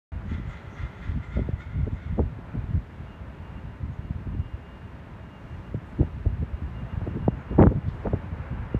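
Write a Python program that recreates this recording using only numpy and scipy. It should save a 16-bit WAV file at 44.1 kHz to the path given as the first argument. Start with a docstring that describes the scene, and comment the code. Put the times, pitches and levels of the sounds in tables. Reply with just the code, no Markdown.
"""Covered concrete car park, open at the sides, on a slow walk.
A draught rumbles on the microphone; single eddies thump, swarms of them burst.
Behind it: a wash of air and tyre noise with faint narrow resonances, and a thin machine whistle.
Far off, for the first two seconds, a starter cranks an engine: gear whine, rasp, squeaks.
Later, a few stray squeaks and faint dry scuffs. A limiter ducks the strongest gust."""
import sys
import numpy as np
from scipy import signal
from scipy.fft import rfft, irfft, next_fast_len
from scipy.io import wavfile
from scipy.ndimage import uniform_filter1d, map_coordinates

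SR = 44100
rng = np.random.default_rng(int(sys.argv[2]) if len(sys.argv) > 2 else 0)


def unload_audio(sound):
    """Save the sound as a 16-bit wav file, at the path given as the first command line argument."""
    columns = np.transpose(np.atleast_2d(sound))
    # keep every value between -1 and 1, then stretch to whole-number steps
    steps = np.round(np.clip(columns, -1, 1) * 32767)
    wavfile.write(sys.argv[1], SR, steps.astype(np.int16))


N = 387638
TIME = np.arange(N) / SR
GARAGE_T60_S = 1.3

# Steady garage wash: f/Hz, relative density/dB
AIR_SPECTRUM = [(20, -46), (60, -2), (160, -3.5), (210, -6), (250, -9.5), (315, -13.5), (345, -9.5),
                (375, -16), (410, -13), (460, -18.5), (590, -17), (670, -16.5), (740, -20.5), (830, -19),
                (868, -17), (910, -17), (1100, -21), (1800, -22.5), (2600, -30), (3500, -36.5),
                (5000, -46.5), (7000, -50.5), (10000, -56.5), (15000, -59)]
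# Traffic outside: t/s, level/dB
TRAFFIC_LEVEL = [(0, -54.5), (2.2, -61.5), (2.5, -51), (2.8, -63.5), (3.2, -54.5), (4.3, -62.5),
                 (5.5, -55.5), (6.3, -58), (6.9, -51.5), (7.45, -51), (7.85, -50.5), (8.25, -46.5),
                 (8.79, -48.5)]
# Tyre noise: f/Hz, relative density/dB
TYRE_SPECTRUM = [(200, -4), (500, 0), (720, -2), (960, -0.5), (1170, -3.5), (1600, -4.5), (2500, -12.5),
                 (4000, -34), (7000, -46)]
# Faint narrow resonances colouring the wash: f/Hz, bandwidth/Hz
WASH_RESONANCES = [(297, 8), (410, 6.5), (515, 8), (565, 8.8), (650, 7.7), (743, 7), (866, 8), (905, 10),
                   (1015, 16), (1164, 6.3), (1244, 6.5), (1345, 13), (1480, 10)]
# Machine whistle along the walk: t/s, level/dB
WHISTLE_LEVEL = [(0, -72.5), (2.3, -77.5), (2.9, -78), (3.15, -67), (3.35, -75), (3.57, -65), (3.85, -79),
                 (4.3, -68.5), (4.65, -65.5), (5.05, -75), (5.3, -66), (5.7, -70), (6.5, -75), (6.8, -63),
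                 (7.0, -68.5), (7.55, -67.5), (7.8, -76.5), (8.4, -73.5), (8.79, -65)]
# Draught puffs: start/s, length/s, level/dB
PUFFS = [(0.116, 0.064, -34.5), (0.279, 0.19, -29), (0.79, 0.063, -32), (1.084, 0.12, -29.5),
         (1.366, 0.083, -25), (1.677, 0.29, -28), (2.072, 0.19, -29), (2.538, 0.21, -28), (2.7, 0.097, -26),
         (3.02, 0.14, -38), (3.836, 0.055, -32), (4.033, 0.37, -31.5), (5.563, 0.017, -36),
         (5.936, 0.17, -30.5), (6.177, 0.326, -30), (6.632, 0.0096, -28), (6.746, 0.087, -32.5),
         (6.925, 0.44, -32.5), (7.51, 0.26, -26.5), (7.868, 0.077, -32), (8.005, 0.18, -36.5),
         (8.283, 0.34, -30.5)]
# Draught rumble: f/Hz, relative density/dB
RUMBLE_SPECTRUM = [(20, -24), (35, -3), (55, 2), (80, 2.5), (120, -4), (180, -10), (280, -21.5),
                   (450, -51.5), (900, -69)]
# Turbulence: f/Hz, relative density/dB
EDDY_SPECTRUM = [(20, -37.5), (50, -4), (100, 4), (200, 2.5), (450, -5.5), (800, -12.5), (1600, -15.5),
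                 (4000, -12.5)]
# Squeaks at the compressions, strays later: t/s, level/dB, f/Hz, length/s
SQUEAKS = [(.305, -74, 6550, 0.082), (0.5, -72.5, 7100, .055), (.52, -73.5, 6200, .035),
           (.52, -81, 4600, .04), (0.742, -68.5, 6400, 0.067), (.82, -77, 4900, .04),
           (1.01, -79, 6750, 0.094), (1.06, -77, 4980, 0.032), (1.248, -75.5, 7350, 0.041),
           (1.325, -74, 6900, 0.05), (1.373, -79.5, 5050, 0.034), (1.607, -72, 6900, 0.033),
           (1.625, -80, 4950, 0.038), (1.935, -77, 7020, .045), (3.932, -77, 6650, .035),
           (7.392, -80.5, 6800, .055), (7.615, -75.5, 6600, .05)]
# Single eddies on the microphone port: t/s, peak/dB, low-pass/Hz
THUMPS = [(0.314, -24, 373), (0.377, -24, 260), (.394, -24, 333), (0.445, -28, 150), (.665, -31, 140),
          (1.169, -18.5, 250), (1.369, -26.5, 700), (1.391, -20.5, 725), (1.409, -24, 423),
          (1.488, -20.5, 580), (1.525, -17, 123), (1.755, -16.5, 166), (1.822, -17, 128.4),
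          (1.868, -27, 600), (1.925, -17.5, 247), (2.193, -14, 993), (2.197, -17.5, 190),
          (2.387, -30.5, 414), (2.701, -19, 190), (2.746, -18, 260), (3.894, -25.5, 132),
          (3.982, -23.5, 149), (4.101, -17.5, 251), (4.144, -23.5, 177), (4.269, -24, 370),
          (4.347, -30, 420), (4.39, -19.5, 150), (4.527, -24.5, 101), (5.743, -20.5, 550), (5.999, -9, 147),
          (6.013, -20, 860), (6.029, -21.5, 680), (6.171, -29, 280), (6.256, -11, 108), (6.262, -30, 745),
          (6.423, -19.5, 191), (6.524, -20, 89), (6.617, -25.5, 330), (6.967, -18, 152), (7.015, -32, 900),
          (7.074, -21.5, 710), (7.159, -18.5, 300), (7.28, -7.5, 874), (7.592, -5, 890), (7.598, -7, 190),
          (7.601, -18.5, 1860), (7.626, -13, 2300), (7.637, -9, 1550), (7.663, -8, 150), (7.67, -12, 1600),
          (7.76, -28, 503), (7.877, -18, 221), (8.071, -22, 1720), (8.133, -15.5, 630), (8.744, -13.5, 490),
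          (8.754, -18.5, 113)]
# Surges of the starter's whine and rasp: t/s, rasp/dB, whine/dB, length/s, gear mesh/Hz
STARTER_SURGES = [(.33, -51, -52.5, 0.078, 696), (0.533, -52, -52.5, 0.092, 690.4),
                  (.805, -52, -51, 0.078, 701), (1.047, -51, -52.5, 0.078, 699.4),
                  (1.243, -54.5, -52, .04, 690), (1.345, -54, -49.5, .06, 714),
                  (1.615, -55.5, -51, .045, 706), (1.77, -64, -56.5, .09, 705),
                  (2.01, -59.5, -58, 0.13, 711)]
# Gear whine: mesh harmonic, relative level/dB
WHINE_HARMONICS = [(2, -3.5), (3, -3.5), (5, -17)]
# Gear tooth rasp: f/Hz, relative density/dB
RASP_SPECTRUM = [(700, -37), (1250, 3.5), (1750, 0), (1970, 6.5), (2250, -6), (2400, 0), (2750, -11.5),
                 (3300, -5), (3700, -11), (4150, -13.5), (5000, -22), (5700, -19.5), (7000, -23),
                 (12000, -43.5)]
# Turbulent bursts: centre/s, level/dB, length/s, low-pass/Hz
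GUSTS = [(1.375, -23.5, 0.0079, 587), (1.395, -26.5, 0.014, 590), (1.877, -27.5, 0.011, 525),
         (2.198, -19, 0.023, 600), (2.553, -28.5, 0.018, 490), (4.209, -35.5, 0.022, 260),
         (4.336, -32, 0.026, 260), (5.765, -29.5, 0.032, 161), (6.006, -20, 0.024, 410),
         (6.261, -31, 0.012, 617), (6.429, -30, 0.014, 460), (7.072, -31.5, 0.017, 675),
         (7.124, -36, 0.1, 270), (7.165, -23.5, 0.02, 428), (7.525, -31, 0.032, 520),
         (7.593, -7.5, 0.012, 806), (7.615, -9.5, 0.025, 1030), (7.645, -16, 0.03, 705),
         (7.672, -12, 0.011, 276), (7.72, -24.5, 0.014, 650), (8.067, -22.5, 0.024, 790),
         (8.139, -20, 0.013, 715)]
# Dry scuffs, perhaps soles on concrete: t/s, level/dB, band centre/Hz, length/s
SCUFFS = [(5.55, -79.5, 5600, 0.39), (5.9, -79.5, 7500, .07), (7.9, -63, 3320, .05),
          (7.95, -79.5, 6500, 0.12), (8.04, -70, 3400, 0.044)]


def from_db(db):
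    """Decibels to gain."""
    return 10 ** (np.asarray(db) / 20)


def unit_rms(x):
    """Scale to rms 1."""
    return x / np.sqrt(np.mean(x ** 2) + 1e-20)


def curve(rows):
    """(t/s, value) rows interpolated per sample."""
    return np.interp(TIME, *np.transpose(rows))


def butter(x, hz, kind, order):
    """Butterworth low- or high-pass."""
    return signal.sosfilt(signal.butter(order, min(hz, .45 * SR), kind, fs=SR, output="sos"), x)


def noise(spectrum, size=N):
    """Coloured noise, rms 1, rolled off beyond the table's ends."""
    hz, db = np.transpose(spectrum)
    n = next_fast_len(size)
    bin_hz = np.maximum(np.arange(n // 2 + 1) * SR / n, 1)
    gain = from_db(np.interp(np.log(bin_hz), np.log(hz), db))
    skirts = np.minimum(bin_hz / hz[0], 1) ** 2 * np.minimum(hz[-1] / bin_hz, 1) ** 2
    return unit_rms(irfft(rfft(rng.standard_normal(n)) * gain * skirts, n)[:size])


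def drift(rate_hz):
    """Random line through rate_hz knots a second, rms 1."""
    knots = rng.standard_normal(2000)
    return unit_rms(map_coordinates(knots, [TIME * rate_hz], order=1, mode="wrap"))


def evened(x, span_s):
    """Divide by the running rms."""
    power = uniform_filter1d(x * x, max(int(span_s * SR), 2))
    return x / np.sqrt(np.abs(power) + 1e-9)


def swell(t, length_s):
    """Gaussian envelope around t = 0."""
    return np.exp(-2 * (t / length_s) ** 2)


def add(out, start_s, sound):
    """Mix a sound in at start_s."""
    at = max(round(start_s * SR), 0)
    out[at:at + len(sound)] += sound[:max(N - at, 0)]


def garage(x, wet_db):
    """Direct sound plus the long, dull tail of bare concrete."""
    t = TIME[:3 * SR]
    tail = butter(rng.standard_normal(len(t)), 3500, "low", order=1) * from_db(-60 * t / GARAGE_T60_S)
    return x + from_db(wet_db) * signal.fftconvolve(x, tail / np.linalg.norm(tail))[:N]


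def scattered(x, t60_s=.11):
    """First reflections off columns and ceiling smear a short sound."""
    t = TIME[:SR // 4]
    reflections = rng.standard_normal(len(t)) * from_db(-60 * t / t60_s)
    return signal.fftconvolve(x, reflections / np.linalg.norm(reflections))[:N]


def far_off(sound, envelope, wet_db=.5):
    """Distant source: reflections blur it, each surge lingers."""
    decay = from_db(-60 * TIME[:2 * SR] / GARAGE_T60_S) ** 2
    tail_power = np.abs(signal.fftconvolve(envelope ** 2, decay / decay.sum())[:N])
    power = envelope ** 2 + from_db(wet_db) ** 2 * tail_power
    return evened(garage(sound, wet_db), span_s=.03) * np.sqrt(power)


def air(level_db, swing_db):
    """Near-steady wash of the garage."""
    return from_db(level_db + swing_db * drift(6.9)) * noise(AIR_SPECTRUM)


def traffic(swing_db):
    """Tyre noise through the open sides, growing as a car nears."""
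    return from_db(curve(TRAFFIC_LEVEL) + swing_db * drift(10)) * noise(TYRE_SPECTRUM)


def wash_resonances(x, ring_db):
    """Colour the wash with faint narrow resonances."""
    rings = sum(signal.lfilter(*signal.iirpeak(hz, hz / width_hz, fs=SR), x)
                for hz, width_hz in WASH_RESONANCES)
    return x + from_db(ring_db) * rings


def whistle(pitch_hz, waver_hz, flicker_db):
    """Machine tone, flickering as its reflections add and cancel."""
    phase = 2 * np.pi * np.cumsum(pitch_hz + waver_hz * drift(90)) / SR
    flicker = from_db(flicker_db * np.tanh(drift(24)))
    return from_db(curve(WHISTLE_LEVEL)) * evened(flicker * np.sin(phase), span_s=.37)


def draught(calm_db, swing_db, flutter_db, lump_db, attack_s=.017, release_s=.035):
    """Puffs over restless calm air rumble in lumps; faster air sheds small, fluttering eddies."""
    power = from_db(calm_db + swing_db * drift(2.4)) ** 2
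    for start_s, length_s, level_db in PUFFS:
        before_s = np.maximum(start_s - TIME, 0)
        after_s = np.maximum(TIME - start_s - length_s, 0)
        shape = np.exp(-np.minimum(before_s / attack_s + after_s / release_s, 20))
        power += (from_db(level_db) * shape) ** 2
    speed = np.sqrt(power)
    rumble = evened(noise(RUMBLE_SPECTRUM), span_s=.032)
    flutter = butter(butter(noise(EDDY_SPECTRUM), 324, "low", order=3), 180, "high", order=2)
    lumps = unit_rms(from_db(lump_db * np.tanh(drift(45))))
    return speed * lumps * (rumble + from_db(flutter_db) * speed / speed.max() * flutter)


def squeaks(waver, arch, spread, side_db, hiss_db):
    """Unsteady arched tone, a weaker one either side, some hiss; all echoing."""
    out, t = np.zeros(N), TIME[:SR // 2] - 1 / 4
    sides = np.array([[-1], [0], [1]])
    for centre_s, level_db, hz, length_s in SQUEAKS:
        shape = swell(t, length_s)
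        wobble = unit_rms(butter(rng.standard_normal((3, len(t))), 120, "low", order=2))
        pitches_hz = hz * (1 + spread * sides + arch * (shape - 1) + waver * wobble)
        phases = 2 * np.pi * np.cumsum(pitches_hz, axis=1) / SR
        tones = unit_rms((from_db(side_db * np.abs(sides)) * np.sin(phases)).sum(axis=0))
        hiss = butter(rng.standard_normal(len(t)), hz * .88, "high", order=10)
        hiss = unit_rms(butter(hiss, hz * 1.1, "low", order=10))
        add(out, centre_s + t[0], from_db(level_db) * shape * unit_rms(tones + from_db(hiss_db) * hiss))
    return garage(scattered(out), wet_db=-6)


def thumps(body_ratio, port_hz, cavity_hz, bass_cut_ratio):
    """One pressure pulse per eddy; sharper ones carry less bass. The port cavity delays the lows."""
    radius, angle = np.exp(-np.pi * cavity_hz / SR), 2 * np.pi * cavity_hz / SR
    cavity = np.array([1, -2 * radius * np.cos(angle), radius * radius])
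    out = np.zeros(N)
    for start_s, peak_db, edge_hz in THUMPS:
        pulse = butter(signal.unit_impulse(SR // 10), body_ratio * edge_hz, "low", order=1)
        pulse = butter(pulse, edge_hz, "low", order=6)
        pulse = butter(pulse, port_hz + bass_cut_ratio * edge_hz, "high", order=4)
        pulse = signal.lfilter(cavity[::-1], cavity, pulse)   # all-pass
        add(out, start_s, from_db(peak_db) * pulse / np.abs(pulse).max())
    return out


def starter(arch, waver, grit_db):
    """Gears whine and rasp in uneven surges; pitch arches over each."""
    times_s, rasp_db, whine_db, lengths_s, top_hz = np.transpose(STARTER_SURGES)
    surges = swell(TIME - times_s[:, None], lengths_s[:, None])
    bend = 1 + arch * (surges.sum(axis=0) - 1) + waver * drift(90)
    mesh_hz = np.interp(TIME, times_s, top_hz) * bend
    phase = 2 * np.pi * np.cumsum(mesh_hz) / SR
    effort = from_db(whine_db) @ surges
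    load = effort / effort.max() + .17
    whine = sum(far_off(load * np.sin(round(harmonic) * phase), from_db(db) * effort)
                for harmonic, db in WHINE_HARMONICS)
    grit = unit_rms(from_db(grit_db * np.tanh(drift(70))))
    rasp = far_off(noise(RASP_SPECTRUM), from_db(rasp_db) @ surges)
    return grit * (whine + rasp)


def gusts(wake_db, wake_s):
    """A swarm of eddies swells and dies fast, leaving a weak wake."""
    out, t = np.zeros(N), TIME[:SR // 2] - 1 / 8
    wake = from_db(wake_db) * (t > 0) * np.exp(-np.abs(t) / wake_s)
    for centre_s, level_db, length_s, edge_hz in GUSTS:
        swarm = butter(noise(EDDY_SPECTRUM, size=len(t)), edge_hz, "low", order=4)
        shape = np.maximum(swell(t, length_s), wake)
        burst = evened(swarm, span_s=.012) * shape
        burst *= np.linalg.norm(shape) / np.linalg.norm(burst)
        add(out, centre_s + t[0], from_db(level_db) * burst)
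    return out


def scuffs(width_oct, grit_db):
    """Gritty swells of band-limited hiss, echoing."""
    out, edge_ratio = np.zeros(N), 2 ** (width_oct / 2)
    grit = from_db(grit_db * drift(150))
    for centre_s, level_db, hz, length_s in SCUFFS:
        hiss = butter(rng.standard_normal(N), hz / edge_ratio, "high", order=4)
        hiss = butter(hiss, hz * edge_ratio, "low", order=4)
        out += from_db(level_db) * swell(TIME - centre_s, length_s) * unit_rms(grit * hiss)
    return garage(out, wet_db=-8.5)


def limiter(x, limit_db, recovery_db_per_s):
    """Peaks over the limit pull the gain down fast; it recovers steadily."""
    over_db = np.maximum(20 * np.log10(np.abs(x[0]) + 1e-9) - limit_db, 0)
    recovery_db = recovery_db_per_s * TIME
    held_db = np.maximum.accumulate(over_db + recovery_db) - recovery_db
    return x * from_db(-uniform_filter1d(held_db, size=200))


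def scene():
    """Wind on the microphone over the far sounds of the garage; mono."""
    wash = wash_resonances(air(level_db=-45, swing_db=.5) + traffic(swing_db=1.5), ring_db=-6)
    far = starter(arch=.05, waver=.01505, grit_db=2.5)
    far += whistle(pitch_hz=2814, waver_hz=14, flicker_db=8.5)
    far += squeaks(waver=.012, arch=.072, spread=.078, side_db=-6, hiss_db=-7.5)
    wind = draught(calm_db=-41.5, swing_db=1.5, flutter_db=-12.5, lump_db=8)
    wind += gusts(wake_db=-22, wake_s=.078)
    wind = butter(wind, 43, "high", order=3)   # the port passes little deep bass
    wind += thumps(body_ratio=.053, port_hz=56.5, cavity_hz=176, bass_cut_ratio=.058)
    return (wash + far + wind + scuffs(width_oct=.46, grit_db=3.5))[None]


def record(dry):
    """Limiter, soft clip, brief opening silence, steep low-pass."""
    ceiling, start_s, cutoff_hz = .8, .119, 15250
    ducked = limiter(dry, limit_db=-1, recovery_db_per_s=8)
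    rounded = ceiling * np.tanh(ducked / ceiling)
    gate = np.clip((TIME - start_s) * 1000, 0, 1)   # 1 ms ramp
    return signal.sosfilt(signal.ellip(10, .1, 80, cutoff_hz, fs=SR, output="sos"), rounded * gate)


dry = scene()
out = record(dry)
unload_audio(out)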